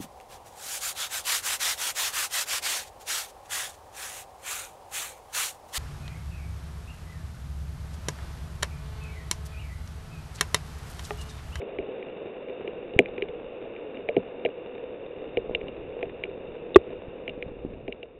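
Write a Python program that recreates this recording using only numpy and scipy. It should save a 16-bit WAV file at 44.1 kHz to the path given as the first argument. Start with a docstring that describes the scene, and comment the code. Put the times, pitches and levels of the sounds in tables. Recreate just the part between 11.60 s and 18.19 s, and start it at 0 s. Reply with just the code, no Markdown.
"""Hailstones strike the plastic case of a trail camera strapped to a tree, heard from inside the case.
Each impact excites its damped modes: the stiff front ticks, the whole shell knocks, and the hardest
blows overload the microphone. Countless far impacts of hail and rain in the wood merge into a boxy
hiss that fades at the end. Soft thuds and gusts rumble underneath."""
import sys
import numpy as np
from scipy import signal
from scipy.fft import rfft, irfft
from scipy.io import wavfile
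from scipy.ndimage import uniform_filter1d

SR = 44100
rng = np.random.default_rng(int(sys.argv[2]) if len(sys.argv) > 2 else 0)


def transcribe(u):
    """Save the signal u as a 16-bit wav file named by the first command-line argument.

    u: samples, shape (n,) or (channels, n), limited to [-1, 1]; the rate is SR.
    q: integer samples, one column per channel.
    """
    v = np.clip(np.atleast_2d(u).T, -1, 1)
    q = np.round(v * 32767).astype(np.int16)
    wavfile.write(sys.argv[1], SR, q)


N = 290615

# Modes of the case flexing as a whole: (frequency [Hz], relative level [dB], decay time T60 [s])
SHELL_MODES = [(118, -4.5, .067), (189, -9, 0.11), (256, -4, 0.075), (377.5, -6, 0.028), (402.4, 4, 0.056),
               (470.2, 2, 0.061), (594.4, -11, 0.086), (649.4, 1.5, 0.042), (735, -9.5, 0.039)]
# Modes of its stiff front and microphone port: (frequency [Hz], relative level [dB], decay time T60 [s])
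FRONT_MODES = [(1840, -8, 0.0091), (1990, -2, 0.0051), (2158, -2.5, 0.0078), (2354, 0.5, 0.0089),
               (2771, -5.5, 0.014), (3100, -17, 0.0022), (3620, -6, 0.016)]
# Direct hits, with levels before filtering: (time [s], knock level [dB], knock centre [Hz],
# knock spread [octaves], tick level [dB], tick centre [Hz])
DIRECT_HITS = [(0.0167, -35.5, 400, 1.1, -47.5, 2370), (0.1862, -29, 440, .57, -40.5, 2360),
               (0.4266, -47, 457, 0.76, -46.5, 2320), (1.0759, -32, 435, 0.5, -42, 2610),
               (1.336, -36, 413, .63, -51, 2960), (1.3898, -14, 430, 1.2, -14, 2305),
               (1.4581, -48.5, 400, .9, -40, 2270), (1.58, -35, 390, .39, -42, 2300),
               (1.622, -27, 410, 0.07, -33.5, 2450), (2.163, -48.5, 490, .6, -48.5, 2260),
               (2.3706, -38, 370, .9, -48.5, 2570), (2.4882, -24.5, 551, 0.19, -32.5, 2260),
               (2.5656, -17.5, 314, 1.15, -36.5, 2490), (2.8501, -21.5, 534, 0.31, -34, 2730),
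               (2.8599, -32, 430, 1.3, -34, 2200), (3.7711, -21.5, 485, 0.32, -33.5, 2550),
               (3.9486, -31.5, 525, .34, -26.5, 2800), (4.0126, -40, 382, 1, -47.5, 2370),
               (4.0819, -40.5, 450, 1.2, -44.5, 2830), (4.428, -28.5, 530, 0.41, -37, 2230),
               (4.637, -40, 520, 0.74, -32, 2500), (5.145, -36, 410, .48, -36, 3230),
               (5.1583, 3, 360.5, 0.015, -28.5, 2330), (5.6781, -33.5, 510, 1.1, -36, 2490),
               (5.6934, -48, 434, 1.2, -40.5, 2800), (5.825, -38, 410, 0.79, -37, 2310),
               (6.2793, -30.5, 392, 1.1, -44, 2460), (6.3238, -44, 420, 1.1, -40, 2690),
               (6.429, -42, 560, .48, -43.5, 2770)]
def hailstones():
    """Impact excitation: each stone ticks on the front and sheds splinters, and the whole case knocks."""
    ticks, knocks = np.zeros((2, N))
    for s, knock_db, knock_hz, knock_octaves, tick_db, tick_hz in DIRECT_HITS:
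        contact_s = .0011 * undb(-knock_db / 4)  # elastic contact is briefer the harder the blow
        tick = ring(FRONT_MODES, tick_hz, .24, contact_s / 3, scatter_db=.7, detune=.006)
        knock = ring(SHELL_MODES, knock_hz, knock_octaves, contact_s, scatter_db=.5, detune=.006)
        add(ticks, s, tick, tick_db)
        add(ticks, s, splinters(decay_s=.0058), tick_db - 25)
        add(knocks, s, knock, knock_db)
    # the small front radiates only treble, the flexing case only low mids
    return butterworth(ticks, 1800, "highpass") + butterworth(knocks, [70, 884], "bandpass")


def ring(modes, centre_hz, octaves, contact_s, scatter_db, detune):
    """Modal superposition: the struck spot favours modes near centre_hz, which build up during contact."""
    hz, db, t60 = np.transpose(modes)[:, :, None]
    # dispersion: bending wave speed goes with the root of frequency, so the lows arrive late
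    delay_s = .0045 * np.maximum(np.sqrt(420 / hz) - 1, 0)
    t = np.maximum(np.arange(SR // 10) / SR - delay_s, 0)
    size, shift = rng.standard_normal((2, len(hz), 1))
    gain = undb(db + scatter_db * size) / (1 + (np.log2(hz / centre_hz) / octaves) ** 4)
    waves = -np.cos(2 * np.pi * hz * (1 + detune * shift) * t) * np.exp(-np.log(1000) * t / t60)
    return np.sum(gain * waves * (1 - np.exp(-t / contact_s)), axis=0)


def splinters(decay_s):
    """Fragmentation: ice chips and droplets spray the case in a decaying burst of random impulses."""
    t = np.arange(SR // 10) / SR
    chips = rng.standard_normal(len(t)) * (rng.random(len(t)) < 3000 / SR) * np.exp(-t / decay_s)
    return butterworth(chips, [2000, 4200], "bandpass", order=2)


def pellets(count=60):
    """Random excitation: small pellets and splashes tap the same modes, most of them lightly."""
    out = np.zeros(N)
    for when, size, spot in rng.random((count, 3)):
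        s = when * N / SR
        tick = ring(FRONT_MODES, 2100 + 900 * spot, .46, contact_s=.0028, scatter_db=2.5, detune=.026)
        knock = ring(SHELL_MODES, 350 + 250 * spot, .73, contact_s=.0027, scatter_db=5, detune=.02)
        add(out, s, tick, -22 + 10 * size ** 4)
        add(out, s, knock, -8.5 + 7 * size ** 2)
    return out


# Spectrum of the wood's hiss through the case: (frequency [Hz], relative spectral level [dB])
HISS_SPECTRUM = [(60, -26.5), (160, -17.5), (300, -10), (420, -2.5), (500, -1.5), (640, -12.5), (850, -20),
                 (1250, -27), (2000, -30.5), (2500, -25.5), (2780, -21.5), (3200, -41.5), (3650, -29.5),
                 (4000, -51.5)]
def downpour(impacts_per_s=2500, cavity_hz=490, bandwidth_hz=32):
    """Shot noise: impacts on leaves and litter merge into a hiss; the air in the case resonates to it."""
    lands = rng.random(N) < impacts_per_s / SR
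    impacts = lands * rng.standard_normal(N) * undb(4.3 * np.minimum(rng.exponential(size=N), 5))
    far_wash = undb(4) * rng.standard_normal(N)
    hiss = colour(unit(impacts) + far_wash, HISS_SPECTRUM)
    cavity = signal.lfilter(*signal.iirpeak(cavity_hz, cavity_hz / bandwidth_hz, fs=SR), hiss)
    return unit(hiss + undb(-9) * cavity) * undb(.5 * walk(11))


def shower_gain(start_db=-37.5, ease_db_per_s=.3967, fade_start_s=5.29, fade_db_per_s2=5.5):
    """Amplitude envelope: the shower slackens slowly, then dies away faster and faster."""
    t = np.arange(N) / SR
    return undb(start_db - ease_db_per_s * t - fade_db_per_s2 * np.maximum(t - fade_start_s, 0) ** 2)


# Dull low thuds; the one at 5.159 s is the boom of the hardest hit overloading the microphone:
# (time [s], level [dB], frequency [Hz])
LOW_THUDS = [(.205, -42, 330), (.618, -41, 487), (1.3631, -26.5, 105), (3.895, -32, 467),
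             (3.911, -33.5, 430), (4.367, -39.5, 465), (5.159, -27.5, 59), (5.482, -40.5, 109),
             (5.777, -38, 335), (6.049, -32.5, 290)]
def thuds(gust, count=70):
    """Slow pulses carry little treble: a few heavy thuds, and a light patter that grows with the wind."""
    heavy, patter = np.zeros((2, N))
    for s, db, hz in LOW_THUDS:
        add(heavy, s, pulse(hz), db)
    for when, size, spot in rng.random((count, 3)):
        add(patter, when * N / SR, pulse(90 + 260 * spot), 2.5 + 4 * (2 * size - 1))
    return heavy + patter * gust


def pulse(hz, decay_s=.0011):
    """Heavy damping: a soft pressure pulse is over within a cycle or two, with no tick."""
    t = np.arange(SR // 8) / SR
    return np.sin(2 * np.pi * hz * t) * t * np.exp(-t / decay_s)


# Spectrum of the buffeting: (frequency [Hz], relative spectral level [dB])
BUFFET_SPECTRUM = [(15, -7), (35, 2), (80, -2.5), (160, -4), (350, -7.5), (700, -19.5), (1500, -48)]
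def wind(gust):
    """Turbulent pressure fluctuation: eddies push unevenly on the case."""
    eddies_db = 2.8 * walk(35)
    return colour(rng.standard_normal(N), BUFFET_SPECTRUM) * gust * undb(eddies_db)


# Swells of wind round the case: (peak time [s], half length [s], peak level [dB])
WIND_SWELLS = [(0.191, 0.046, -48), (1.6, 0.34, -53), (2.55, .12, -56.5), (3.95, .22, -49),
               (4.897, 1.3, -54.5), (6.02, 0.23, -46.5)]
def gust_gain(calm_db=-64.5):
    """Amplitude modulation: gusts raise the wind above calm air in Gaussian swells."""
    t = np.arange(N) / SR
    swells = sum(undb(db) * np.exp(-((t - s) / half_s) ** 2) for s, half_s, db in WIND_SWELLS)
    return undb(calm_db) + swells


def undb(db):
    """Decibels to amplitude ratio."""
    return 10 ** (np.asarray(db) / 20)


def unit(x):
    """Normalisation to rms 1."""
    return x / np.sqrt(np.mean(x ** 2))


def walk(rate_hz):
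    """Sample and hold: random levels, smoothed twice, with a spread near 1."""
    hold = int(SR / rate_hz)
    steps = np.repeat(rng.standard_normal(N // hold + 1), hold)
    return 1.3 * uniform_filter1d(uniform_filter1d(steps, hold), hold)[:N]


def colour(x, spectrum):
    """Minimum-phase filtering: each click rings only after it lands; the result has rms 1."""
    hz, db = np.transpose(spectrum)
    f = np.maximum(np.fft.rfftfreq(2 * N, 1 / SR), 1)
    magnitude = undb(np.interp(np.log(f), np.log(hz), db))
    cepstrum = irfft(np.log(magnitude))
    cepstrum[1:N] *= 2  # folding onto positive time makes the filter causal
    cepstrum[N + 1:] = 0
    return unit(irfft(rfft(x, 2 * N) * np.exp(rfft(cepstrum)))[:N])


def butterworth(x, hz, kind, order=5):
    """Filtering with a maximally flat passband."""
    return signal.sosfilt(signal.butter(order, hz, kind, fs=SR, output="sos"), x)


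def add(out, s, sound, db):
    """Superposition: mix a sound in at time s, with the energy of 20 ms at rms level db."""
    i = int(np.clip(s * SR, 0, N - 1))
    sound = sound * undb(db) / np.sqrt(np.sum(sound ** 2) / (.02 * SR))
    out[i:i + len(sound)] += sound[:N - i]


def scene():
    """Linear superposition: the pressures of all sources add at one microphone."""
    shower = (downpour() + pellets()) * shower_gain()
    gust = gust_gain()
    return (hailstones() + shower + thuds(gust) + wind(gust))[None]


def record(dry, port_hz=3900, knee=10, top_hz=15100):
    """Saturation: past a narrow-band microphone the hardest blows flatten, adding a bright crack."""
    narrow = signal.sosfilt(signal.ellip(8, .2, 70, port_hz, fs=SR, output="sos"), dry)
    clipped = narrow / (1 + np.abs(narrow) ** knee) ** (1 / knee)
    return signal.sosfilt(signal.ellip(8, .1, 70, top_hz, fs=SR, output="sos"), clipped)


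dry = scene()
out = record(dry)
transcribe(out)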